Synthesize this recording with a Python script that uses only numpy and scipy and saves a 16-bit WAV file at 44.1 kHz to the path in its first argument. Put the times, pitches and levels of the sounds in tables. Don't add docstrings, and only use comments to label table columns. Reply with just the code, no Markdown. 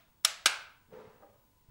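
import sys
import numpy as np
from scipy import signal
from scipy.fft import rfft, irfft
from scipy.io import wavfile
from scipy.ndimage import uniform_filter1d

SR = 44100
rng = np.random.default_rng(int(sys.argv[2]) if len(sys.argv) > 2 else 0)


def gain_from_decibels(decibels):
    exponent = np.asarray(decibels, float) / 20
    return 10 ** exponent


def output_pcm(signal):
    pcm = np.clip(np.atleast_2d(signal).T, -1, 1) * 32767
    wavfile.write(sys.argv[1], SR, np.round(pcm).astype(np.int16))


N = 74970

# (time [s], level [dB], brightness [dB per octave])
SNAP_A_CONTACTS = [
    (.2415, -48.5, -2),
    (.2456, -36, -3),
    (.2484, -14, 1),
    (.2489, -16, 1.5),
    (.2494, -14, 1.5),
    (.2502, -16, 9),
    (.2515, -16, -2),
    (.2526, -21.5, -1),
    (.2553, -23, 0),
    (.2585, -30.5, -2),
]
SNAP_B_CONTACTS = [
    (.4572, -40, 3),
    (.4582, -16, 1.5),
    (.4593, -12, -1),
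    (.4603, -22.5, -5),
    (.4613, -16.5, -4),
    (.4640, -24.5, 6),
    (.4664, -22.5, -4.5),
    (.4700, -22, 3.5),
]
# (frequency [Hz],
# level [dB], t60 [s])
SNAP_A_MODES = [(590, -27, 0.013), (717, -28, 0.038), (1214.6, -6, 0.035), (1482, -7.5, 0.029),
                (2004, -1.5, 0.024), (2310, -8.5, 0.056), (2766, -10, .02), (3430, -6, 0.013),
                (3810, -4, .02), (4088, -6.5, 0.024),
                (4695, -11, 0.014), (5400, 1.5, .018), (6070, 0.5, 0.02), (7000, -2.5, 0.033),
                (7640, 0, .018), (9450, -5.5, 0.0091), (10200, 1.5, 0.0094), (11300, -13.5, 0.014),
                (12300, -13, 0.018), (12800, -6.5, .007), (15100, -13, .014)]
SNAP_B_MODES = [(310, -32, 0.017), (568.4, -25, 0.046), (720, -24, 0.066), (920, -15.5, 0.022),
                (1330, -5.5, 0.016), (1487, 1.5, 0.037), (1608, 1.5, 0.03), (2281, 0.5, .012),
                (2540, -2.5, 0.011), (2820, -9.5, .013),
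                (3435, -11.5, 0.028), (3880, -0.5, 0.021), (4440, -8.5, 0.018), (5520, -2.5, 0.024),
                (6240, -10, 0.019), (6650, -3.5, .022), (8260, -8, 0.012), (8970, -7, 0.028),
                (9980, -8, 0.025), (11540, -14, 0.015), (12400, -15, .016), (14100, -18.5, .022),
                (15300, -21, .022)]
# (frequency [Hz], level [dB per Hz])
CRACK_A_COLOUR = [(250, -44), (900, -24), (1250, -6.5), (3500, 1), (7570, -7), (8600, -8), (10400, -11.5),
                  (16000, -27)]
CRACK_B_COLOUR = [(200, -49.5), (450, -42.5), (1530, -7.5), (1870, -18.5), (2250, -4.5), (3760, -4),
                  (9750, -12.5), (16000, -30)]
# (frequency [Hz], level [dB per Hz])
SPILL_A_COLOUR = [(250, -47.5), (650, -5), (1000, -14), (1250, -4.5), (7800, -7.5), (10200, -15),
                  (15200, -23.5), (16200, -45)]
SPILL_B_COLOUR = [(250, -26), (1150, -10.5), (1570, -1), (1850, -18), (2150, -7), (8000, -19),
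                  (12500, -31.5), (14500, -52.5)]
# (frequency [Hz], level [dB])
DIPS_A = [(8200, 1), (8650, -24.5), (9200, -1), (13300, 0), (14200, -18), (14800, 0.5)]
DIPS_B = [(10200, 0), (10700, -9), (11300, 0), (13300, 0), (14000, -11), (14500, 0)]

# (time [s], level [dB], contact [ms])
HAND_KNOCKS = [(0.885, -66, 2.5), (.902, -60, 2), (.916, -49.5, 1.1), (.924, -44, 0.89),
               (0.938, -43.5, 0.81), (.952, -54, 1.3), (.969, -41.5, 0.69), (.985, -52, 1.2),
               (1.0, -40, 0.8), (1.009, -46, 0.8), (1.035, -49.5, 1.1), (1.056, -59, 1.4),
               (1.085, -63, 2.6), (1.112, -62, 1.2), (1.14, -70, 1.4)]
# (time [s], level [dB], contact [ms])
HEEL_LEANS = [
    (.885, -57, 1.4),
    (.93, -54, 1.7),
    (1.03, -58, 3),
    (1.07, -49.5, 3.8),
    (1.155, -59, 3),
]
# (time [s], level [dB], contact [ms])
CELL_NUDGES = [
    (.004, -64.5, .3),
    (.03, -62, 0.49),
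    (.058, -71.5, .08),
]
# (time [s], level [dB], contact [ms])
BATTERY_TIPS = [
    (1.222, -43.5, 0.23),
    (1.231, -42.5, 0.2),
    (1.243, -39.5, 1),
    (1.262, -51, 0.66),
    (1.352, -59, 0.63),
]
# (time [s], level [dB], contact [ms])
ARM_THUMPS = [
    (1.665, -62, 4.3),
    (1.686, -52.5, 1.2),
]
# (frequency [Hz], level [dB], t60 [s])
TABLE_MODES = [(227, -9.5, 0.05), (437, 6, 0.061), (505, 1.5, 0.079), (596, -5, 0.044), (710, -8.5, 0.07),
               (810, -19, 0.038), (935, -6, 0.082), (1290, -16, .04), (1650, -14, 0.044)]
BOARD_MODES = [(140.4, -0.5, 0.14), (165, -1, 0.13), (232, -3, 0.11)]
SEAT_MODES = [(688.5, -0.5, .06), (1170, -2, .04), (1500, -5, 0.044), (2100, -8, 0.034), (3840, -15, .03),
              (4690, -6, .04), (5270, -7.5, 0.049)]
LOOSE_BATTERY_MODES = [(314, -12.5, 0.081), (559, -3, 0.063), (645, -9, 0.074), (807, -3, 0.053),
                       (956, -1.5, 0.024), (1216, 2.5, 0.017), (1607, -7.5, 0.032), (1890, -17, 0.023)]
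FRAME_MODES = [(51.6, 7, 0.33), (110, 3, 0.18), (230, -14, 0.059), (383, -18, .05)]
# (time [s], level [dB])
RUB_LEVEL = [(0.87, -80), (.91, -69), (0.935, -55), (.97, -56), (1.021, -56), (1.099, -61), (1.199, -67),
             (1.23, -66), (1.4, -76.5), (1.65, -109), (1.673, -89), (1.7, -68)]
# (frequency [Hz], level [dB per Hz])
RUB_COLOUR = [(59, -36), (100, -15.5), (221, -6.5), (309, -19), (426, -2.5), (565, -13.5), (958, -12.5),
              (9000, -45), (11700, -79), (19800, -120)]

# (frequency [Hz], t60 [s])
ROOM_DECAY = [(200, 0.12), (500, 0.58), (1400, 0.53), (3700, 0.46), (7000, 0.34), (10000, 0.33),
              (15000, 0.2)]
# (frequency [Hz], level [dB per Hz])
HISS_COLOUR = [(20, -2), (100, -3.5), (300, -13), (700, -22.5), (960, -21.5), (1300, -25), (10800, -30.5),
               (11600, -54)]
# (frequency [Hz], level [dB rms])
WHINE_LINES = [(96.9, -85), (899.0, -85), (995.9, -83.5), (1497, -94.5), (7133, -101), (7827, -102),
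               (11725, -85.5), (15625, -74.5)]
# (from [s], to [s])
WIDE_STRETCHES = [
    (.1, 0.14),
    (0.302, 0.64),
    (0.602, 0.68),
    (.74, 0.8),
    (.92, 1.05),
    (1.09, 1.13),
    (1.16, 1.2),
    (1.24, 1.3),
    (1.34, 1.33),
    (1.54, 1.59),
]


def snap(contacts, modes, crack_colour, crack_db, thin_hz, spill, spill_db, share_db, dips):
    crack_t60, top_hz = 0.015, 15000
    t = np.arange(N) / SR
    close = np.zeros(N)
    noise = evened(tinted(rng.standard_normal(N), crack_colour))
    for start, db, tilt_db in contacts:
        fade = gain_from_decibels(crack_db - 60 * np.abs(t - start) / crack_t60)
        crack = noise * (t >= start) * fade
        close += gain_from_decibels(db) * (ring(modes, start, tilt_db) + crack)
    band = signal.butter(4, [thin_hz, top_hz], "band", fs=SR, output="sos")
    close = signal.sosfilt(band, close)
    click = 1.0 * (np.arange(N) == round(contacts[3][0] * SR))
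    blow = tinted(tinted(click, spill), dips)
    to_room = gain_from_decibels(spill_db) * blow / np.linalg.norm(blow) + gain_from_decibels(share_db) * close
    return close, to_room


def ring(modes, start, tilt_db, rise_s=1 / SR):
    spread_db, longest = 3.0, 12000
    hz, db, t60 = np.transpose(modes)[:, :, None]
    first = round(start * SR)
    t = np.maximum(np.arange(N) / SR - start, 0)[first:][:longest]
    db = db + tilt_db * np.log2(hz / 3000)
    luck = rng.standard_normal((2, len(modes), 1))
    level = np.sign(luck[0]) * gain_from_decibels(db + spread_db * luck[1] - 60 * t / t60)
    tones = level * np.sin(2 * np.pi * hz * t)
    out = np.zeros(N)
    out[first:][:longest] = tones.sum(axis=0) * np.minimum(t / rise_s, 1)
    return out / np.sqrt(np.sum(gain_from_decibels(db) ** 2))


def hand():
    touches = knocks(HAND_KNOCKS, TABLE_MODES) + knocks(HEEL_LEANS, BOARD_MODES)
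    touches += knocks(CELL_NUDGES, SEAT_MODES) + knocks(BATTERY_TIPS, LOOSE_BATTERY_MODES)
    touches += knocks(ARM_THUMPS, FRAME_MODES)
    grain = gain_from_decibels(1.0 * evened(uniform_filter1d(rng.standard_normal(N), size=300)))
    level = gain_from_decibels(np.interp(np.arange(N) / SR, *np.transpose(RUB_LEVEL), left=-120))
    rub = level * evened(grain * tinted(rng.standard_normal(N), RUB_COLOUR))
    return touches + rub


def knocks(contacts, modes):
    swell_s = 0.0044
    out = np.zeros(N)
    for start, db, ms in contacts:
        push = np.exp(-8 * (np.arange(-600, 601) / SR / (ms / 1000)) ** 2)
        touch = ring(modes, start, 0, swell_s)
        out += gain_from_decibels(db) * signal.fftconvolve(touch, push / push.sum(), "same")
    return out


def room(x, wet_db):
    pre_s, build_s, side_db = 0.0028, 0.0045, -18
    hz, t, bands = signal.stft(rng.standard_normal((2, SR)), SR, nperseg=256)
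    fade = gain_from_decibels(-60 * t / read(ROOM_DECAY, hz)[:, None])
    tail = signal.istft(bands * fade, SR, nperseg=256)[1]
    tail = tail * np.clip((np.arange(tail.shape[1]) / SR - pre_s) / build_s, 0, 1)
    tail = tail / np.linalg.norm(tail[0])
    mid, side = signal.fftconvolve(x[None], tail, axes=1)[:, :N + SR]
    return gain_from_decibels(wet_db) * np.array([mid, gain_from_decibels(side_db) * side])


def floor():
    hiss_db, hiss_side_db, whine_side_db = -70, -18, -12.5
    air_db, waver = -24.5, 0.3
    hiss = tinted(rng.standard_normal((2, N)), HISS_COLOUR)
    hiss = hiss / hiss[0].std() + gain_from_decibels(air_db) * rng.standard_normal((2, N))
    out = gain_from_decibels(hiss_db) * hiss * gain_from_decibels(np.array([[0], [hiss_side_db]]))
    t = np.arange(N) / SR
    for hz, db in WHINE_LINES:
        sway = 1 + waver * evened(uniform_filter1d(rng.standard_normal(N), size=2500))
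        line = np.sqrt(2) * gain_from_decibels(db) * sway * np.sin(2 * np.pi * (hz * t + rng.random()))
        out += line * gain_from_decibels(np.array([[0], [whine_side_db]]))
    return out


def evened(x):
    return x / np.sqrt(np.mean(x ** 2) + 1e-20)


def read(points, hz):
    f, value = np.transpose(points)
    return np.interp(np.log(hz + 1), np.log(f + 1), value)


def tinted(x, colour):
    gain = gain_from_decibels(read(colour, np.fft.rfftfreq(x.shape[-1], 1 / SR)))
    return irfft(rfft(x) * gain, x.shape[-1])


def scene():
    close_a, far_a = snap(SNAP_A_CONTACTS, SNAP_A_MODES, CRACK_A_COLOUR, crack_db=-14,
                          thin_hz=384, spill=SPILL_A_COLOUR, spill_db=-5, share_db=-32, dips=DIPS_A)
    close_b, far_b = snap(SNAP_B_CONTACTS, SNAP_B_MODES, CRACK_B_COLOUR, crack_db=-4,
                          thin_hz=244, spill=SPILL_B_COLOUR, spill_db=0, share_db=-30, dips=DIPS_B)
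    touches = hand()
    mix = floor() + room(far_a, 0)[:, :N] + room(far_b, 0)[:, :N] + room(touches, -7)[:, :N]
    skip = round((SNAP_A_CONTACTS[0][0] + 0.3) * SR)
    mix += room(far_a, 5.5)[:, skip:skip + N]
    side_db = -30.5
    mix += (close_a + close_b + touches) * np.array([[1], [gain_from_decibels(side_db)]])
    lean_hz, lean_db = 1550, -19
    mix[1] += gain_from_decibels(lean_db) * signal.lfilter(*signal.iirpeak(lean_hz, 4.0, fs=SR), close_b)
    mid, side = mix
    return np.array([mid + side, mid - side])


def low_pass(x):
    return signal.sosfilt(signal.butter(12, 16810, fs=SR, output="sos"), x)


def record(dry):
    widen_s, edge_hz = 0.012, 16600
    t = np.arange(N) / SR
    wide = sum(np.clip(np.minimum(t - a, b - t) / widen_s, 0, 1) for a, b in WIDE_STRETCHES)
    mid = (dry[0] + dry[1]) / 2
    side = wide * (dry[0] - dry[1]) / 2
    lowpass = signal.firwin(511, edge_hz, window=("kaiser", 9), fs=SR)
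    mix = signal.oaconvolve([mid + side, mid - side], lowpass[None], "same")
    return low_pass(mix)


dry = scene()
out = record(dry)
output_pcm(out)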